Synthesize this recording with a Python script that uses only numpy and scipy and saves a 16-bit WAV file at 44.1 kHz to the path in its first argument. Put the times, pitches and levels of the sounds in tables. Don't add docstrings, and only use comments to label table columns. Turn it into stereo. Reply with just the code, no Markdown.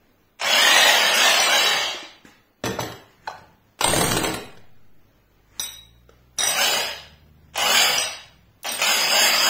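import sys
import numpy as np
from scipy import signal
from scipy.io import wavfile
from scipy.ndimage import uniform_filter1d, minimum_filter1d

SR = 44100
rng = np.random.default_rng(int(sys.argv[2]) if len(sys.argv) > 2 else 0)


def store_pcm(level_fs):
    pcm = np.round(np.clip(level_fs, -1, 1) * 32767).astype(np.int16)
    wavfile.write(sys.argv[1], SR, np.atleast_2d(pcm).T)


def gain_from_decibels(decibels):
    exponent = np.asarray(decibels, float) / 20
    return 10 ** exponent


N = 418509

# f/Hz, level/dB per Hz
CASING = [(180, -59), (300, -18.5), (430, -11), (570, -1), (760, 0.5), (927, -2), (1880, -3.5), (2370, 0),
          (2990, 4), (3710, 2), (4230, 2.5), (4960, 0), (5560, -1.5), (7650, -12), (9500, -24),
          (12400, -62), (20900, -120)]
# f/Hz, level/dB per Hz
FAN_COLOUR = [(4120, -22.5), (7000, -2), (7900, -6), (8800, -14), (9600, -10.5), (15000, -9.5),
              (16300, -27.5), (16800, -96)]
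# f/Hz, level/dB per Hz
PLASTIC = [(150, -25.5), (250, -10), (615, -5), (703, -4.5), (2520, -11), (2790, -9.5), (5910, -13),
           (7000, -26), (7750, -12), (9000, -51), (11700, -45.5), (19800, -120)]
# f/Hz, level/dB per Hz
TICK = [(300, -22), (900, -4), (3000, -2), (6000, -1), (9000, -19), (16000, -24)]
BIT_HZ = [2137, 3800, 3852, 4990, 5809, 5852, 8105, 8165, 10765, 10830, 13705, 13780]
# f/Hz, level/dB, t60/s
LENGTHWISE = [(8558, 0, .16), (8597, -3, .16)]
# t/s, plastic level/dB, thud level/dB
HAMMERING = [(3.841, -13, -17), (3.877, -12, -13), (3.906, -22.5, -50), (3.937, -21.5, -14),
             (3.961, -13.5, -17.5), (3.983, -22, -17.5), (4.01, -9.5, -40.5), (4.04, -19, -18),
             (4.081, -26.5, -18), (4.112, -12.5, -13), (4.127, -18, -36), (4.167, -14, -23),
             (4.172, -25, -23), (4.234, -13, -25), (4.244, -14, -41), (4.256, -21, -42),
             (4.272, -26.5, -26), (4.34, -19.5, -21.5)]


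def evened(x):
    return x / np.sqrt(np.mean(x ** 2) + 1e-20)


def read(points, hz):
    f, value = np.transpose(points)
    return np.interp(np.log(hz + 1), np.log(f + 1), value)


def colour(x, points):
    hz = abs(np.fft.fftfreq(8192, 1 / SR))
    log_gain = np.log(gain_from_decibels(np.maximum(read(points, hz), -90)))
    minimum_phase = np.exp(np.conj(signal.hilbert(log_gain)))
    response = np.fft.ifft(minimum_phase).real[:4096]
    return signal.oaconvolve(x, response / np.linalg.norm(response))[:len(x)]


def resonate(x, hz, width):
    r = np.exp(-np.pi * width / SR)
    return 2 * signal.lfilter([1 - r], [1, -r * np.exp(2j * np.pi * hz / SR)], x).real


def ring(impulses, modes):
    longest_s = min(max(t60 for *_, t60 in modes), 1.5)
    t = np.arange(0, longest_s, 1 / SR)
    tone = sum(gain_from_decibels(db - 60 * t / t60) * np.sin(2 * np.pi * hz * t) for hz, db, t60 in modes)
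    return signal.oaconvolve(impulses, tone)[:N]


def train(times, db):
    out = np.zeros(N)
    np.add.at(out, np.round(np.asarray(times) * SR).astype(int), gain_from_decibels(db))
    return out


def puffs(times, db, t60):
    t = np.arange(SR // 4) / SR
    shape = gain_from_decibels(-60 * t / t60) * (1 - np.exp(-t / .0012))
    return rng.standard_normal(N) * signal.oaconvolve(train(times, db), shape)[:N]


def wobble(hz):
    smooth = signal.butter(2, hz, fs=SR, output="sos")
    return evened(signal.sosfilt(smooth, rng.standard_normal(N)))


def orders(turns, table):
    return np.sqrt(2) * sum(gain_from_decibels(db) * np.sin(2 * np.pi * k * turns + k) for k, db in table)


def air():
    # f/Hz, level/dB per Hz
    building = [(7.1, -27.5), (12, 1.5), (66, -21), (97, -7.5), (120, -22), (149, -15), (249, -12.5),
                (916, -23), (1400, -23.5), (6780, -35), (8900, -45), (15400, -41), (16800, -63.5)]
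    # f/Hz, level/dB per Hz
    hiss_colour = [(7000, -33.5), (10000, -10), (13000, 1), (16000, 6), (17000, -35)]
    shared, left, right = (colour(rng.standard_normal(N), building) for _ in range(3))
    hiss = gain_from_decibels(-68.5) * np.array([colour(side, hiss_colour) for side in rng.standard_normal((2, N))])
    level = gain_from_decibels(-62.5 + 0.95 * wobble(5.8))
    return level * (0.97 * shared + np.array([left, 0.46 * right])) + hiss


def outside():
    # t/s, firing f/Hz, level/dB
    revs = [
        (4.701, 44.8, -74.5),
        (5.35, 49.05, -65.5),
        (5.55, 51.5, -61),
        (5.89, 57, -56.5),
        (6.479, 64.9, -60),
        (7.012, 73, -57.5),
        (7.48, 77.3, -56.5),
        (7.84, 79, -55),
        (8.15, 71, -58),
        (8.7, 52.2, -69),
    ]
    # multiple of firing rate, level/dB
    engine_orders = [(1, 0), (2, -3), (3, -10.5)]
    s, hz, db = np.transpose(revs)
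    t = np.arange(N) / SR
    level = gain_from_decibels(np.interp(t, s, db, -99, -99) + 1.5 * wobble(6))
    turns = np.cumsum(np.interp(t, s, hz)) / SR
    return uniform_filter1d(level, size=8000) * orders(turns, engine_orders)


def handling():
    # loudest t/s, swell/s, fade/s, level/dB, low rumble level/dB
    moves = [(0.202, .5, 0.19, -75, -60), (2.261, 0.023, 0.066, -33.5, -51.5),
             (3.11, 0.11, 0.067, -46, -66.5), (3.275, 0.092, 0.18, -37.5, -45.5),
             (4.499, .1, 0.17, -45.5, -45.5), (5.07, 0.32, 0.33, -64, -63.5),
             (5.59, 0.14, 0.13, -39.5, -64), (6.1, 0.024, 0.065, -47.5, -57), (7.1, 0.13, 0.33, -64, -51),
             (7.5, 0.25, .1, -60, -56), (8.3, 0.11, 0.18, -57, -47.5)]
    # f/Hz, level/dB per Hz
    cloth_colour = [(120, -32), (200, -5.5), (519, -9.5), (1810, -3), (7270, -12), (8740, -22),
                    (14900, -20.5), (16000, -37.5)]
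    # f/Hz, level/dB per Hz
    rumble_colour = [(20, -23), (50, -3), (100, 4.5), (200, -2.5), (400, -44)]
    t, rub, shake = np.arange(N) / SR, 0, 0
    for s, swell, fade, db, low_db in moves:
        down_db = 20 * np.where(t < s, (s - t) / swell, (t - s) / fade)
        rub = rub + gain_from_decibels(db - 7.5 - down_db)
        shake = shake + gain_from_decibels(low_db - 8.0 - down_db / 4)
    cloth = rub * gain_from_decibels(0.43 * wobble(40)) * colour(rng.standard_normal(N), cloth_colour)
    return cloth + shake * colour(rng.standard_normal(N), rumble_colour)


def jolts():
    side_db = [-16.5, -8.5]
    # f/Hz, level/dB per Hz
    stand = [(10, -9), (30, -8), (60, -9), (130, -5), (300, -30.5)]
    s, _, thud_db = np.transpose(HAMMERING)
    shared, left, right = (colour(puffs(s, thud_db, 0.087), stand) for _ in range(3))
    t = np.maximum(np.arange(N) / SR - s[0], 0)
    swing_turns = 1.25 * (1 - np.exp(-t / .32))
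    drift = gain_from_decibels(-24) * np.exp(-t / .6) * np.sin(2 * np.pi * swing_turns)
    drift *= np.clip((5.08 - s[0] - t) / .1, 0, 1)
    return gain_from_decibels(np.c_[side_db]) * (shared + np.array([left, right])) - [[1], [0]] * drift


def taps():
    # t/s, level/dB, low note f/Hz, high note f/Hz, tick level/dB
    hollow_taps = [(2.25, -35, 261, 1640, -59.5), (2.638, -18, 603, 1780, -58),
                   (2.787, -18, 606, 1350, -58), (2.791, -17, 910, 1150, -55), (3.273, -24, 1574, 900, -59),
                   (3.275, -31.5, 4140, 3260, -53), (3.2764, -19.5, 890, 1550, -55.5),
                   (3.277, -35, 2540, 4100, -59.5), (3.284, -21, 760, 609, -61.5),
                   (3.297, -29, 1160, 703, -47.5), (3.309, -30, 649, 1107, -51.5),
                   (3.808, -15.5, 1025, 620, -33.5), (3.845, -12, 900, 582, -34),
                   (3.934, -12, 608, 1910, -49), (4.572, -42.5, 450, 1580, -54),
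                   (4.639, -51, 695, 1400, -72), (6.092, -40, 469, 1330, -60)]
    # t/s, level/dB, note f/Hz
    pats = [
        (1.944, -31.5, 356),
        (2.026, -34.5, 313),
    ]
    s, *_, tick_db = np.transpose(hollow_taps)
    out = colour(puffs(s, tick_db + 11.0, 0.043), TICK)
    notes = [(at, db - 4.0, hz, .07) for at, db, hz in pats]
    for at, low_db, low_hz, high_hz, _ in hollow_taps:
        notes += [(at, low_db + 3.5, low_hz, .02), (at, low_db - 2.0, high_hz, .017)]
    t = np.arange(SR // 10) / SR
    soft_start = 1 - np.exp(-(t / .0016) ** 2)
    for at, db, hz, t60 in notes:
        note = gain_from_decibels(db + 6 - 60 * t / t60) * soft_start * np.sin(2 * np.pi * hz * t)
        out[round(at * SR):][:len(t)] += note
    return out


def skid():
    start_s, long_s = 3.81, 0.56
    u = (np.arange(N) / SR - start_s) / long_s
    level = gain_from_decibels(-34 - 6.5 * np.clip(u, 0, 1))
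    shape = np.clip(u / 0.042, 0, 1) * np.clip((1 - u) / 0.45, 0, 1) * level
    return colour(shape * gain_from_decibels(3.0 * wobble(60)) * rng.standard_normal(N), PLASTIC)


def case():
    # t/s, plastic level/dB, thud level/dB, bit ring level/dB, lengthwise level/dB
    touches = [(2.637, -22, -13, -50, -56), (2.655, -19.5, -43.5, -23, -42), (2.789, -22, -18, -52, -67),
               (2.799, -25, -25.5, -29, -73), (2.806, -23.5, -37.5, -26.5, -63.5),
               (2.815, -31.5, -40, -30, -65), (2.828, -25.5, -46, -38, -70), (2.661, -20, -42, -28, -60),
               (2.671, -29, -44, -37, -60), (2.645, -27, -35, -37, -58.5), (2.92, -31.5, -59, -38.5, -78),
               (3.379, -41.5, -39, -56.5, -75), (3.79, -33.5, -56.5, -43, -56.5),
               (3.809, -16, -41.5, -26, -45), (3.821, -14, -37, -21, -54)]
    # f/Hz, level/dB per Hz
    thud_colour = [(12, -22.5), (25, -23), (60, -9.5), (115, 0.5), (180, -5.5), (450, -4.5), (800, -50)]
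    # f/Hz, level over the thud/dB, t60/s
    table_boom = [(116, -31.5, 0.74)]
    # f/Hz, level/dB, t60/s
    resting_bit = [(3966, -1.5, 0.032), (4600, -32, 0.15), (6000, -2.5, 0.048), (6800, -21, 0.06),
                   (7760, -15.5, 0.22), (9000, -31, 0.043), (11130, -11.5, 0.16), (11700, -23.5, 0.26),
                   (13330, -5.5, 0.05), (13840, -12, 0.2), (14570, -15.5, .12), (15283, -13, 0.072)]
    first_s = HAMMERING[0][0]
    # the ring stays under the plastic, the lengthwise ring fades by 38 dB a second
    hammered = [(s, db, thud_db, db - 6.5, -17.5 - 38 * (s - first_s)) for s, db, thud_db in HAMMERING]
    s, db, thud_db, ring_db, axial_db = np.transpose(touches + hammered)
    crackle = gain_from_decibels(4 * wobble(400))
    out = colour(puffs(s, db + 1.0, 0.045) * crackle, PLASTIC)
    out += colour(puffs(s, thud_db - 10, 0.26), thud_colour)
    out += colour(puffs(s, ring_db, 0.023), FAN_COLOUR)
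    out += ring(train(s, thud_db), table_boom)
    spread_db = 4 * rng.standard_normal((len(s), len(resting_bit)))
    scrape = gain_from_decibels(2.2 * wobble(60))
    for mode, by_db in zip(resting_bit, spread_db.T):
        out += scrape * ring(train(s, ring_db - 6 + by_db), [mode])
    return out, ring(train(s, axial_db), LENGTHWISE)


def trigger():
    # t/s, level/dB
    switch = [
        (0.3962, -31.5),
        (6.366, -21),
        (6.3766, -21.5),
        (7.5461, -23),
        (7.5764, 7),
        (8.6316, 0.5),
        (8.651, -10.5),
        (8.6637, 5),
        (8.72, 10),
        (8.8167, 9),
    ]
    # t/s, level/dB
    gear_lurches = [(.388, -35), (.396, -21.5), (0.413, -10.5), (0.436, -15), (7.534, -36), (7.544, -27),
                    (7.556, -13.5), (7.578, -7.5), (8.644, -16.5), (8.653, -16.5), (8.664, -16),
                    (8.719, -21), (8.792, -12), (8.816, -3), (8.891, -7)]
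    s, db = np.transpose(switch)
    at, lurch_db = np.transpose(gear_lurches)
    clicks = signal.lfilter([1, -.8], [1], puffs(s, db - 15.5, 0.013))
    return clicks, colour(puffs(at, lurch_db, 0.06), CASING)


def bit():
    # level/dB, t60/s
    free_ring = [(-10.5, 0.43), (2.5, 0.27), (1, 0.4), (-18.5, .15), (2.5, 0.23), (-3, 0.46), (4.5, 0.15),
                 (-0.5, 0.17), (-5.5, 0.18), (-20, 0.073), (-1.5, 0.18), (-5.5, .16)]
    # t/s, level/dB, lengthwise level/dB, favoured f/Hz, share of the free ring time
    clinks = [(1.062, -23.5, -14.5, 5800, 4), (1.14, -7.5, -44.5, 11200, 0.46),
              (1.2597, -10.5, -41, 3800, 1), (1.3997, -6, -28.5, 7080, 0.52),
              (5.596, -10.5, -50, 3850, 0.53), (5.5958, -14, -52, 13700, 0.52),
              (5.6033, -14.5, -57.5, 10800, 0.3), (5.607, -36, -60, 2140, 0.65),
              (6.386, -9.5, -15, 8100, 0.48), (6.3862, -16, -50.5, 13700, 0.48),
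              (6.393, -10, -38.5, 3790, 0.7), (6.406, -8.5, -37, 4460, 0.22),
              (6.4347, -7, -6.5, 6960, 0.36), (6.4721, -12.5, -44.5, 5900, 0.7),
              (6.469, -7, -47.5, 13700, 0.51), (7.9817, -9, -51, 5970, 0.5), (7.9807, -21, -42, 8060, 0.62),
              (7.9816, -22, -58, 13600, 0.3), (8.019, -25.5, -51, 3800, .9),
              (8.0534, -40.5, -62, 4960, 1.01), (8.689, -16, -8, 5830, 0.32), (8.718, -26, -30, 9000, 0.17)]
    s, db, axial_db, *_ = np.transpose(clinks)
    out = ring(train(s, axial_db - 8.5), LENGTHWISE) + colour(puffs(s, db - 11.0, 0.042), TICK)
    spread_db = .6 * rng.standard_normal((len(s), len(free_ring)))
    flutter = gain_from_decibels(1.3 * wobble(35))
    t = np.arange(SR // 2) / SR
    for (at, db, _, favoured_hz, free), row_db in zip(clinks, spread_db):
        k = round(at * SR)
        for m, (hz, (mode_db, t60), by_db) in enumerate(zip(BIT_HZ, free_ring, row_db)):
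            away_db = 8.5 * abs(np.log2(hz / favoured_hz))
            top_db = db - 9.0 - away_db + by_db + mode_db
            tone = gain_from_decibels(top_db - 60 * t / (t60 * free)) * np.sin(2 * np.pi * hz * t)
            own_flutter = flutter[(k + 9000 * m + np.arange(len(t))) % N]
            out[k:k + len(t)] += tone * own_flutter
    return out


def controls():
    # t/s, held/s, speed aimed at f/Hz, rattle level/dB
    pulls = [(0.405, .49, 279.7, -9.5), (1.115, .18, 275.7, -10.5), (1.465, .095, 268.2, -9.5),
             (3.79, .21, 252.7, -22.5), (6.368, .17, 188.5, -16), (6.548, .085, 277.2, -12),
             (7.565, .2, 261.2, -10), (8.644, .13, 147.7, -24.5), (8.785, 0.14, 256.3, -12.5),
             (9.075, .15, 262.6, -11), (9.385, .2, 254, -12)]
    # t/s, friction as speed f/Hz, fan hiss level/dB, vent side level/dB
    poses = [
        (0, 218.9, -13, -32),
        (3, 269.6, 0, -18),
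        (6, 332.4, -7, -4),
        (7.299, 288, -6, -0.5),
        (7.98, 290, -27, -15),
        (8.5, 270.2, -5.5, 5.5),
    ]
    spin_up_s, coast_s = .082, .9
    bite_s = 0.015
    t = np.arange(N) / SR
    speed, power, db, pose = np.ones(N), np.zeros(N), np.zeros(N), np.zeros((2, N))
    for s, held, aim_hz, pull_db in pulls:
        drag_hz = [hz for since, hz, *_ in poses if since < s][-1]
        k = round(s * SR)
        since_pull = t[k:] - s
        on = np.minimum(since_pull, held)
        off = np.maximum(since_pull - held, 0)
        rise = aim_hz + (speed[k] - aim_hz) * np.exp(-on / spin_up_s)
        speed[k:] = np.maximum((rise + drag_hz) * np.exp(-off / coast_s) - drag_hz, 1)
        power[k:] = (1 - np.exp(-on / bite_s)) * np.exp(-off / bite_s)
        db[k:] = pull_db
    for since, _, *pose_db in poses:
        pose[:, round(since * SR):] = np.c_[pose_db]
    fan_db, vent_db = uniform_filter1d(pose, size=2000)
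    return speed, power, uniform_filter1d(db, size=800), fan_db, vent_db


def shifting(x):
    # f/Hz, width/Hz, loss/dB
    gaps = [(2436, 88, 6.5), (3585, 82, 6), (4225, 150, 6), (5490, 190, 12)]
    hz, t, z = signal.stft(x, SR, nperseg=1024, noverlap=768)
    patches = uniform_filter1d(rng.standard_normal(z.shape), size=5, axis=0)
    patches = uniform_filter1d(patches, size=11, axis=1)
    db = 2.8 * evened(patches)
    at = np.minimum(t * SR, N - 1).astype(int)
    for centre_hz, width, lost_db in gaps:
        now_hz = centre_hz * (1 + .035 * wobble(8)[at])
        depth = np.clip(1 + .5 * wobble(8)[at], 0, 2)
        db -= lost_db * depth * np.exp(-((hz[:, None] - now_hz) / width) ** 2)
    return signal.istft(z * gain_from_decibels(db - 3.5), SR, nperseg=1024, noverlap=768)[1][:N]


def motor():
    # f/Hz, width/Hz, level/dB
    casing_peaks = [(764.6, 85, -22.5), (1990, 1100, 1.5), (2460, 8.7, -2), (3420, 120, -7.5),
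                    (3420, 33, -6), (3870, 110, 3), (4970, 530, -1), (6314, 220, -0.5), (5860, 79, 0.5),
                    (7500, 44, -7.5)]
    # f/Hz, level/dB per Hz
    hum_colour = [(24, -52), (40, -22), (70, -21.5), (129, -15.5), (222, 1.5), (304, -2.5), (500, -10.5),
                  (650, -26.5), (1100, -120)]
    # multiple of shaft speed, level over the hum/dB
    shaft_orders = [(1, -1.5), (2, -5.5), (3, -10.5)]
    # multiple of shaft speed, level/dB
    mesh_orders = [(6.916, -3), (13.68, 2), (12.8, -5.5), (6.75, -9.5), (12.1, -9.5), (7.04, -7),
                   (21.5, -11.5)]
    full_hz, knee_hz, kick_hz = 260, 150, 170
    crank_ratio = 6.1
    vent_hz, vent_width_hz = 5013, 610
    bounce, bounce_ms, sway_ms = .3, 3.5, .9

    shaft_hz, power, pull_db, fan_db, vent_db = controls()
    shake_hz = np.maximum(shaft_hz, kick_hz * power)
    halvings = np.log2(full_hz / shake_hz)
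    lost_db = 5.5 * halvings + 11 * np.log2(np.maximum(knee_hz / shake_hz, 1))
    level_db = pull_db + 0.5 * power - lost_db
    fan_db = fan_db - 6.5 * halvings
    hum_db = -45.5 - lost_db - level_db
    mesh_db = -10 - 14 * halvings

    turns = np.cumsum(shaft_hz * (1 + .013 * wobble(30))) / SR
    strike_level = gain_from_decibels(1.5 * np.minimum(rng.exponential(1, N), 5))
    strikes = rng.standard_normal(N) * strike_level * (rng.random(N) < .15)
    crank = gain_from_decibels(1.3 * np.cos(2 * np.pi * turns / crank_ratio) + 0.69 * wobble(17))
    new_turn = np.diff(np.floor(turns / crank_ratio + .5), prepend=0) > 0
    slaps = new_turn * gain_from_decibels(15 + 4 * rng.standard_normal(N))
    chatter = evened(strikes) * crank + slaps

    rattle = colour(chatter, CASING)
    peaks = sum(gain_from_decibels(db) * resonate(rattle, hz, w) for hz, w, db in casing_peaks)
    rattle = evened(rattle + 0.47 * peaks)
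    knocks = gain_from_decibels(9.9 * rng.standard_normal(N)) * (rng.random(N) < 25 / SR)
    rattle += gain_from_decibels(-23.0) * evened(ring(knocks, [(hz, -3, .08) for hz in BIT_HZ[4:8]]))
    vent = resonate(resonate(rattle, vent_hz, vent_width_hz), vent_hz, vent_width_hz)
    rattle = shifting(rattle + gain_from_decibels(vent_db) * vent)

    fan = gain_from_decibels(fan_db) * colour(rng.standard_normal(N) * crank, FAN_COLOUR)
    hum = gain_from_decibels(hum_db + 0.5) * colour(rng.standard_normal(N), hum_colour)
    coasting_db = -5 * (1.5 - power)
    mesh = gain_from_decibels(mesh_db + coasting_db + 1.4 * wobble(31)) * crank ** 1.1 * orders(turns, mesh_orders)
    shaft = gain_from_decibels(hum_db) * (shaft_hz / shake_hz) ** 2 * orders(turns, shaft_orders)
    level = gain_from_decibels(level_db) * uniform_filter1d(1. * (shaft_hz > 1), size=400)
    near, at = rattle + fan, np.arange(N)
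    echo_at = at - SR / 1000 * (bounce_ms + sway_ms * wobble(1.5))
    near = near + bounce * np.interp(echo_at, at, near)
    return level * (near / np.sqrt(1 + bounce ** 2) + hum), level * (mesh + shaft)


def garage(x, count, wet_db):
    # f/Hz, t60/s
    decay = [(100, 0.36), (500, 0.55), (2000, 0.59), (6000, 0.43), (16000, 0.41)]
    # f/Hz, likeness
    likeness = [(60, 0.79), (200, 0.59), (500, 0.98), (1000, 0.04), (16000, 0.043)]
    sparse = np.zeros((2, SR))
    at = np.arange(200, SR - 20, 20) + rng.integers(0, 20, (2, (SR - 201) // 20))
    np.put_along_axis(sparse, at, rng.choice([-1., 1.], at.shape), 1)
    hz, t, z = signal.stft(sparse, SR, nperseg=256)
    alike = np.clip(read(likeness, hz), -1, 1)[:, None]
    z = np.array([z[0], alike * z[0] + np.sqrt(1 - alike ** 2) * z[1]])
    gather = 1 - np.exp(-t / 0.0076)
    fade = gain_from_decibels(-60 * t / read(decay, hz)[:, None])
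    tail = signal.istft(z * gather * fade, SR, nperseg=256)[1]
    echoes = signal.fftconvolve(x[None], tail / np.linalg.norm(tail[0]), axes=1)[:, :N]
    direct = np.array([x, np.pad(x, (count, 0))[:N]])
    return (direct + gain_from_decibels(wet_db) * echoes) / np.sqrt(1 + gain_from_decibels(2 * wet_db))


def scene():
    noise, whine = motor()
    clicks, lurches = trigger()
    blows, lengthwise = case()
    tool = garage(noise + lurches + handling(), count=5, wet_db=1.0) + garage(whine, count=5, wet_db=-7.0)
    steel = garage(bit() + clicks, count=8, wet_db=-1.5)
    table = garage(blows + skid(), count=0, wet_db=0.5) + garage(taps() + lengthwise, count=0, wet_db=-6)
    return tool + steel + table + outside() * gain_from_decibels([[1.5], [-2.5]]) + air() + jolts()


def thinned(x):
    # f/Hz, level against the neighbourhood/dB
    drop_out = [(400, -30), (1000, -6.5), (2500, -4), (5000, 0), (9000, 1.8), (16000, .8)]
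    hz, t, z = signal.stft(x, SR, "cosine", nperseg=2048, noverlap=1024)
    power = (abs(z) ** 2).sum(0) + 1e-14
    band_db = 10 * np.log10(abs(uniform_filter1d(power, size=5, axis=0)) + 1e-14)
    budget = uniform_filter1d(rng.standard_normal(power.shape), size=10, axis=0)
    budget_db = 3 * evened(uniform_filter1d(budget, size=3, axis=1))
    around_db = uniform_filter1d(band_db, size=120, axis=0)
    keep = band_db > around_db + read(drop_out, hz)[:, None] + budget_db
    strongest_db = -minimum_filter1d(-band_db, size=220, axis=0)
    local_db = -minimum_filter1d(-band_db, size=5, axis=0)
    keep &= (local_db > strongest_db - 19) | (hz < 6000)[:, None]
    total = power.sum(0)
    keep |= total > 8 * np.roll(total, 1)
    kept = z * np.maximum(keep, .003)
    return signal.istft(kept, SR, "cosine", nperseg=2048, noverlap=1024)[1][:, :N]


def top_cut(x):
    return signal.sosfilt(signal.butter(12, 16980, fs=SR, output="sos"), x)


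def record(dry):
    top = signal.lfilter(*signal.butter(2, 11000, "high", fs=SR), dry)
    limited = np.clip(dry + top * [[.15], [-.15]], -1, 1)
    edge = signal.firwin(511, 15750, window=("kaiser", 8), fs=SR)
    mix = signal.oaconvolve(thinned(limited), edge[None], "same")
    return top_cut(mix)


dry = scene()
out = record(dry)
store_pcm(out)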